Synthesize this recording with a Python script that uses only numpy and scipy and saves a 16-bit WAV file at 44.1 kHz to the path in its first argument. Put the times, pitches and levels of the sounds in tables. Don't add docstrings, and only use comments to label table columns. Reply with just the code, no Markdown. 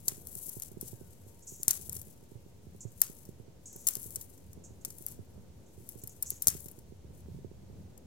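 import sys
import numpy as np
from scipy import signal
from scipy.fft import rfft, irfft, next_fast_len
from scipy.io import wavfile
from scipy.ndimage import uniform_filter1d, map_coordinates

SR = 44100
rng = np.random.default_rng(int(sys.argv[2]) if len(sys.argv) > 2 else 0)


def decibels_to_gain(level_db):
    exponent = np.asarray(level_db, float) / 20
    return 10 ** exponent


def generate_wav(signal):
    frames = np.transpose(np.atleast_2d(signal))
    scaled = np.clip(frames, -1, 1) * 32767
    pcm = np.round(scaled).astype(np.int16)
    wavfile.write(sys.argv[1], SR, pcm)


N = 355666

# peak_s, level_db, swell_s and fade_s (each over 60 dB)
PULLS = [(.086, -46, .25, .45), (.34, -47, .5, .5), (.474, -42.5, .9, .6), (.626, -48, .03, .4),
         (.815, -48, .04, .62), (1.05, -66.5, .9, 5.5), (1.517, -57, .3, 2.5), (1.686, -43, .03, .95),
         (1.96, -47.5, .7, .52), (2.97, -70, 2.1, .8), (3.03, -47.5, .2, .7), (3.3, -67, 1.1, .15),
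         (3.67, -68, .12, 1.5), (3.801, -54, .18, .4), (3.874, -45, .04, 1.1), (4.03, -44.5, .65, .9),
         (4.225, -51, .6, .12), (4.3, -74, .5, 2.2), (4.866, -57.5, .15, 1.3), (5.01, -54.5, .6, .6),
         (5.1, -53, .6, .16), (5.902, -60, .75, 1.9), (6.071, -63, .6, 1.2), (6.29, -56, .5, .75),
         (6.422, -54.5, .03, .8), (6.476, -40, .03, .55), (6.64, -54, .9, .5), (7.175, -68, .2, .3)]
# frequency_hz, density_db
CREASE_SPECTRUM = [(1200, -49.5), (2200, -30), (3600, -21.5), (5000, -16.5), (6600, -7), (8100, -4),
                   (9900, -5.5), (11100, 2.5), (12500, -3.5), (15800, -5)]
# frequency_hz, left_minus_right_db
RUSTLE_LEAN = [(60, 2.5), (180, 0), (550, 1.5), (1650, 13.5), (4970, 10.5), (15000, 10)]
# time_s, level_db
TRAFFIC_LEVEL = [(0, -58), (.6, -59), (1.1, -56), (1.5, -59), (1.8, -55.5), (2.2, -57), (3.2, -58.5),
                 (4.1, -58.5), (4.4, -55), (5.6, -55.5), (5.9, -57), (6.5, -56.5), (6.9, -56), (7.2, -54),
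                 (7.28, -49), (7.45, -54), (7.75, -52.5), (8.06, -55)]
# frequency_hz, density_db
RUMBLE_SPECTRUM = [(25, -39), (40, -18.5), (60, -4.5), (85, 0), (118, -6.5), (180, -9.5), (260, -19.5),
                   (400, -51.5)]
# frequency_hz, density_db
HUM_SPECTRUM = [(120, -25), (200, -2), (243, -3), (497, -5.5), (811, -16.5), (920, -17.5), (1080, -25.5),
                (1500, -25.5), (1950, -49), (3300, -120)]
# frequency_hz, density_db
AIR_SPECTRUM = [(590, -38.5), (1000, -1.5), (1250, -4), (1380, -9), (1640, -3), (5040, -4.5), (6490, -2.5),
                (10500, -11), (15800, -13)]
# frequency_hz, correlation
TRAFFIC_LIKENESS = [(41, .62), (121, 0.81), (550, 0.24), (1650, .3)]
# start_s, peak_db
GRIPS = [(.0784, -38.5), (.1204, -38), (.5678, -37), (.7156, -40), (.7713, -35), (.8288, -33), (.931, -37),
         (1.0126, -37.5), (1.5215, -41), (1.68, -36), (2.3179, -40), (2.8522, -34.5), (3.0984, -41),
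         (3.2908, -37), (3.3991, -39.5), (3.7582, -39.5), (3.9671, -38), (4.5753, -41), (5.008, -41),
         (5.191, -37), (5.9565, -38.5), (6.0351, -41), (6.3204, -41), (6.5507, -35), (6.6595, -39),
         (6.9227, -38.5), (7.2849, -38), (7.347, -40.5), (7.4465, -31), (7.5143, -38.5)]
# start_s, peak_db
TREMORS = [(.1798, -42), (.3609, -42), (.4825, -44), (1.2648, -44), (1.5998, -42.5), (1.7059, -42),
           (1.7964, -44), (1.8903, -44), (1.9634, -41.5), (2.0711, -45), (2.2281, -45), (2.3549, -42.5),
           (2.4627, -44), (2.6683, -42), (2.7486, -42.5), (3.4808, -44), (4.0588, -43), (4.1688, -42),
           (4.707, -42), (4.8778, -43.5), (5.3789, -46), (5.7784, -43), (5.8047, -44), (6.4716, -41),
           (6.7821, -41.5), (7.045, -42.5), (7.1025, -46.5), (7.388, -41), (7.63, -46), (7.6996, -42)]
# pitch_hz, level_db, t60_s
HOUSING_MODES = [(389.8, 3, 0.029), (170.6, 5.5, 0.02), (113.2, -2, 0.12), (920, -24, 0.016)]
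# start_s, peak_db, t60_s, low_body_db, mid_body_db
STEM_BREAKS = [(.0814, -10.5, .024, -29, -6), (.2708, -26.5, .016, -34, -13), (.4927, -24, .022, -45, -12),
               (.599, -27, .0056, -31, -9), (.8115, -23.5, .012, -38, -13), (1.632, -20.5, .02, -38, -8),
               (1.681, -5, .02, -31, -4.5), (1.7078, -14, .026, -30, -3), (1.8953, -24.5, .012, -30, -4.5),
               (1.9297, -23, .01, -28, -19), (3.0158, -8.5, .016, -25.5, -13), (3.869, -16, .06, -28, -7),
               (3.886, -13.5, .025, -28, -7.5), (3.9535, -18.5, .0065, -32, -6),
               (4.1585, -21, .024, -27.5, -5), (4.8496, -21.5, .027, -22.5, -6),
               (5.0644, -19, .012, -40, -13.5), (5.89, -27, .015, -37, -12.5), (6.225, -16, .02, -42, -16),
               (6.304, -18, .022, -36, -9), (6.421, -17, .024, -36, -11), (6.4711, -5, .026, -31, -6),
               (6.4819, -12.5, .03, -34, -4), (6.5009, -23, .017, -28, -6)]
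# start_s, peak_db
KNOT_SLIPS = [(.352, -30), (.3884, -35), (.6342, -32), (.7169, -44), (1.7318, -28), (2.0152, -33),
              (3.0047, -36), (3.0348, -28), (3.7291, -40), (3.7613, -35), (3.9082, -32), (4.0301, -29),
              (4.1058, -34), (4.984, -37), (5.0232, -37), (5.0839, -33), (5.1215, -36.5), (5.9515, -52),
              (6.0368, -32), (6.0738, -31), (6.094, -41), (6.4424, -36), (6.605, -36), (6.6435, -40),
              (6.7138, -38)]
# start_s, peak_db
STEM_CATCHES = [(.6208, -30), (1.925, -32), (1.965, -33), (1.9955, -40), (2.1761, -56), (2.2365, -52),
                (2.9189, -49), (3.1873, -46), (3.2529, -42.5), (3.2886, -51.5), (3.968, -33), (4.2112, -33),
                (4.3774, -48.5), (4.5309, -45), (4.903, -37), (6.164, -50), (6.428, -36), (6.568, -37.5),
                (6.6587, -38), (6.6841, -36), (6.7891, -44), (7.9765, -45.5)]
# pitch_hz, width_hz
STEM_RESONANCES = [(1600, 2830), (6800, 3310), (11000, 3000), (14500, 1800)]
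# frequency_hz, extra_left_minus_right_db
SNAP_COLOUR = [(1000, 1.5), (2200, -2.5), (5000, -6), (9000, -1.5), (13000, 4)]
# time_s, pitch_hz, level_db
SQUEAL_PATH = [
    (.85, 1710, -98),
    (.93, 1670, -81.5),
    (1.09, 1420, -80.5),
    (1.15, 1360, -95),
]
# start_s, level_db, t60_s, left_minus_right_db
SWISHES = [(1.422, -55, 0.15, -1), (1.468, -43.5, .55, -1), (2.805, -48.5, .25, -1),
           (3.656, -45.5, 0.36, 1), (3.729, -55.5, 1.6, 0), (4.637, -52, 0.26, -4),
           (4.81, -66.5, 0.37, -9), (5.66, -64.5, 0.22, -1.5), (6.015, -53, 0.13, -4),
           (6.093, -53, 0.17, 0), (6.258, -44, 0.47, 0)]
# frequency_hz, density_db
SWISH_SPECTRUM = [(3000, -51), (4800, -24.5), (5600, -8), (6300, 0.5), (7000, 2.5), (8000, -3.5),
                  (9200, -16), (12500, -26.5), (15900, -38.5)]
# start_s, peak_db
AIR_PUSHES = [
    (1.68, -26.5),
    (3.871, -34.5),
    (6.4701, -26.5),
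    (6.4826, -22.5),
    (7.26, -44),
]

PORT_LAG_S = 0.0002312
STEADY_TOP_HZ, TOP_HZ = 15950, 16900
REST_DB = -86
DULL_JERK_DB, DULL_DRAG_DB = 5, -2.5
DRAG_S, DRAG_FROM_DB, DRAG_SPAN_DB = .3, -66, 12
HUM_DB, HUM_FOLLOWS = -65, .3
WHINE_HZ, WHINE_DB, AIR_DB = 920.5, -82.5, -73
SNAP_PAN_DB, PAN_SCATTER_DB = 6.2, 1.5


def unit(x):
    return x / np.sqrt(np.mean(x ** 2) + 1e-20)


def along(points, hz):
    f, v = np.transpose(points)
    return np.interp(np.log(hz + 1), np.log(f + 1), v)


def curves(rows):
    s, *columns = np.transpose(rows)
    return [np.interp(np.arange(N) / SR, s, column) for column in columns]


def wobble(rate_hz):
    knots = rng.standard_normal(int(N * rate_hz / SR) + 4)
    return map_coordinates(knots, [np.arange(N) * rate_hz / SR])


def filtered(x, response):
    size = next_fast_len(N + 8192)
    return irfft(rfft(x, size) * response(np.fft.rfftfreq(size, 1 / SR)), size)[..., :N]


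def ports(x, other, lag_s, loose):
    late = filtered(x + loose * other, lambda hz: np.exp(-2j * np.pi * hz * lag_s))
    return np.array([x - loose * other, late])


def diffuse(spectrum, likeness):
    def shares(hz):
        turn = np.arccos(np.clip(along(likeness, hz), -1, 1)) / 2
        return decibels_to_gain(along(spectrum, hz)) * [np.cos(turn), np.sin(turn)]
    mid, side = filtered(rng.standard_normal((2, N)), shares)
    return unit(np.array([mid + side, mid - side]))


def rustle():
    t = np.arange(0, N / SR + .01, .001)
    peak_s, db, swell, fade = np.transpose(PULLS)[:, :, None]
    each_db = db - 60 * np.maximum((peak_s - t) / swell, (t - peak_s) / fade)
    pull_db, ruling = each_db.max(axis=0), each_db.argmax(axis=0)
    slow = np.clip(swell[ruling, 0] / DRAG_S, 0, 1)
    drag = slow * np.clip((pull_db - DRAG_FROM_DB) / DRAG_SPAN_DB, 0, 1)
    dull_db = DULL_JERK_DB + (DULL_DRAG_DB - DULL_JERK_DB) * drag
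    pull_db, dull_db = curves(np.transpose([t, pull_db, dull_db]))
    creases_per_s, grain_s = 1200, 0.00088
    strength = decibels_to_gain(np.minimum(5 * rng.exponential(size=N), 17))
    creases = (rng.random(N) < creases_per_s / SR) * strength
    gate = signal.lfilter([1], [1, -np.exp(-1 / (grain_s * SR))], creases)
    gate = (unit(gate) + 1.4) * decibels_to_gain(2.2 * wobble(40) + 1.7 * wobble(120))
    pair = gate * rng.standard_normal((2, N))
    bright = unit(filtered(pair, lambda hz: decibels_to_gain(along(CREASE_SPECTRUM, hz))))
    dull = filtered(bright, lambda hz: 1 / (1 + (hz / 7500) ** 6))
    level = (decibels_to_gain(REST_DB) + decibels_to_gain(pull_db)) * decibels_to_gain(-1.5)
    a, b = level * (bright + (decibels_to_gain(dull_db) - 1) * dull)
    stereo = ports(a, b, PORT_LAG_S, loose=0.86)
    return filtered(stereo, lambda hz: decibels_to_gain(.5 * along(RUSTLE_LEAN, hz) * [[1], [-1]]))


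def bank():
    rumble_db, = curves(TRAFFIC_LEVEL)
    hum_db = HUM_DB + HUM_FOLLOWS * (rumble_db - rumble_db.mean())
    rumble = decibels_to_gain(rumble_db + .8 + 2.6 * wobble(11)) * diffuse(RUMBLE_SPECTRUM, TRAFFIC_LIKENESS)
    hum = decibels_to_gain(hum_db + 3 + 1.4 * wobble(8)) * diffuse(HUM_SPECTRUM, TRAFFIC_LIKENESS)
    whine_level = decibels_to_gain(WHINE_DB + 2 + 1.8 * wobble(6.6))
    whine = whine_level * np.sin(2 * np.pi * WHINE_HZ * np.arange(N) / SR + 1.3 * wobble(12))
    air = decibels_to_gain(AIR_DB + 2.5) * diffuse(AIR_SPECTRUM, [(1000, 0.091), (15000, 0.045)])
    return rumble + hum + whine + air


def taps():
    t, out = np.arange(SR // 6) / SR, np.zeros(N)
    start_s, db = np.transpose(GRIPS + TREMORS)
    at = np.round((start_s - .001) * SR).astype(int)
    sense = rng.choice([-1, 1], len(at))
    spread = rng.standard_normal((len(at), len(HOUSING_MODES)))
    for k, (hz, level_db, t60) in enumerate(HOUSING_MODES):
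        blows = np.zeros(N)
        blows[at] = sense * decibels_to_gain(db + 1.8 * k * spread[:, k])
        decay = (-1) ** k * decibels_to_gain(level_db - 60 * t / t60)
        ring = decay * np.sin(2 * np.pi * hz * t) * (1 - np.exp(-t / 0.00071))
        out += signal.oaconvolve(blows, ring)[:N]
    return out * np.array([[.06], [1]])


def snaps():
    t, size = np.arange(SR // 6) / SR, 2 ** 13
    f = np.fft.rfftfreq(size, 1 / SR)
    bands = np.array([(-1) ** k * (1j * f * width / (hz * hz - f * f + 1j * f * width)) ** 2
                      for k, (hz, width) in enumerate(STEM_RESONANCES)])
    lag = np.exp(-2j * np.pi * f * [[0], [PORT_LAG_S]])
    port = lag * decibels_to_gain(along(SNAP_COLOUR, f) * [[.5], [-.5]]) / (1 + (f / 16000) ** 30)
    slips_of_knots = [row + (.02, -29, -12) for row in KNOT_SLIPS]
    catches = [row + (.027, -22, -5.5) for row in STEM_CATCHES]
    slips_per_s, grain_s = 1300, 0.00086
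    out = np.zeros((2, N + SR))
    for start_s, db, t60, low_db, mid_db in STEM_BREAKS + slips_of_knots + catches:
        pan_db = SNAP_PAN_DB + PAN_SCATTER_DB * rng.normal()
        slips = (rng.random(len(t)) < slips_per_s / SR) * rng.random(len(t))
        slips[0] = 0.81
        gate = signal.lfilter([1], [1, -np.exp(-1 / (grain_s * SR))], slips) + 0.32
        own, scatter, after, other = rng.standard_normal((4, len(t)))
        burst = gate * decibels_to_gain(-60 * t / np.clip(t60, .004, .1))
        burst = burst / np.max(uniform_filter1d((burst * own) ** 2, size=44)) ** .5
        crack = burst * np.array([own - 0.53 * scatter, own + 0.32 * scatter])
        crack = crack * decibels_to_gain([[0], [-pan_db]])
        settle = gate * (1 - t / t[-1]) * decibels_to_gain(-28.5 - 60 * t / 0.56)
        settle = settle * np.array([after - .6 * other, 0.53 * (after + .6 * other)])
        tone = rfft(crack, size) * (decibels_to_gain([low_db + 8, mid_db + 7.5, 4, 2.5]) @ bands)
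        tone += rfft(settle, size) * (decibels_to_gain([-5.5, 1.5, -3.5, -10]) @ bands) * (f < STEADY_TOP_HZ)
        out[:, round(start_s * SR):][:, :size] += decibels_to_gain(db) * irfft(tone * port)
    return out[:, :N]


def squeal():
    hz, db = curves(SQUEAL_PATH)
    return (db > -94) * decibels_to_gain(db) * np.sin(2 * np.pi * np.cumsum(hz) / SR)


def swishes():
    out, t = np.zeros((2, N)), np.arange(SR // 4) / SR
    noise = rng.standard_normal((2, N))
    hiss = unit(filtered(noise, lambda hz: decibels_to_gain(along(SWISH_SPECTRUM, hz))))
    for start_s, db, t60, pan_db in SWISHES:
        push = decibels_to_gain(db - 60 * t / t60) * (1 - np.exp(-t / .0015)) * np.sqrt(1 - t / t[-1])
        out[:, round(start_s * SR):][:, :len(t)] += push * decibels_to_gain([[pan_db / 2], [-pan_db / 2]])
    return out * ports(hiss[0], hiss[1], 0, loose=.3) * decibels_to_gain(2.6 * wobble(60))


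def puffs():
    t, out = np.arange(SR // 10) / SR, np.zeros(N + SR)
    swing = 0.87 * np.sin(2 * np.pi * 110 * t) * decibels_to_gain(-60 * t / 0.023)
    suction = np.exp(-t / .0004)
    for start_s, db in AIR_PUSHES:
        out[round(start_s * SR):][:len(t)] += decibels_to_gain(db) * (swing - suction)
    return filtered(out[:N], lambda hz: 1 / (1 + 1j * hz / 1500)) * np.array([[1], [.3]])


def scene():
    steady = rustle() + bank() + squeal() + swishes()
    return filtered(steady, lambda hz: hz < STEADY_TOP_HZ) + taps() + snaps() + puffs()


def low_pass(x):
    return signal.sosfilt(signal.butter(12, 16970, fs=SR, output="sos"), x)


def record(dry):
    held = dry / (1 + np.abs(dry / .99) ** 6) ** (1 / 6)
    band = filtered(held, lambda hz: (hz < TOP_HZ) / (1 + (45 / (hz + 1)) ** 4))
    return low_pass(band - .001)


dry = scene()
out = record(dry)
generate_wav(out)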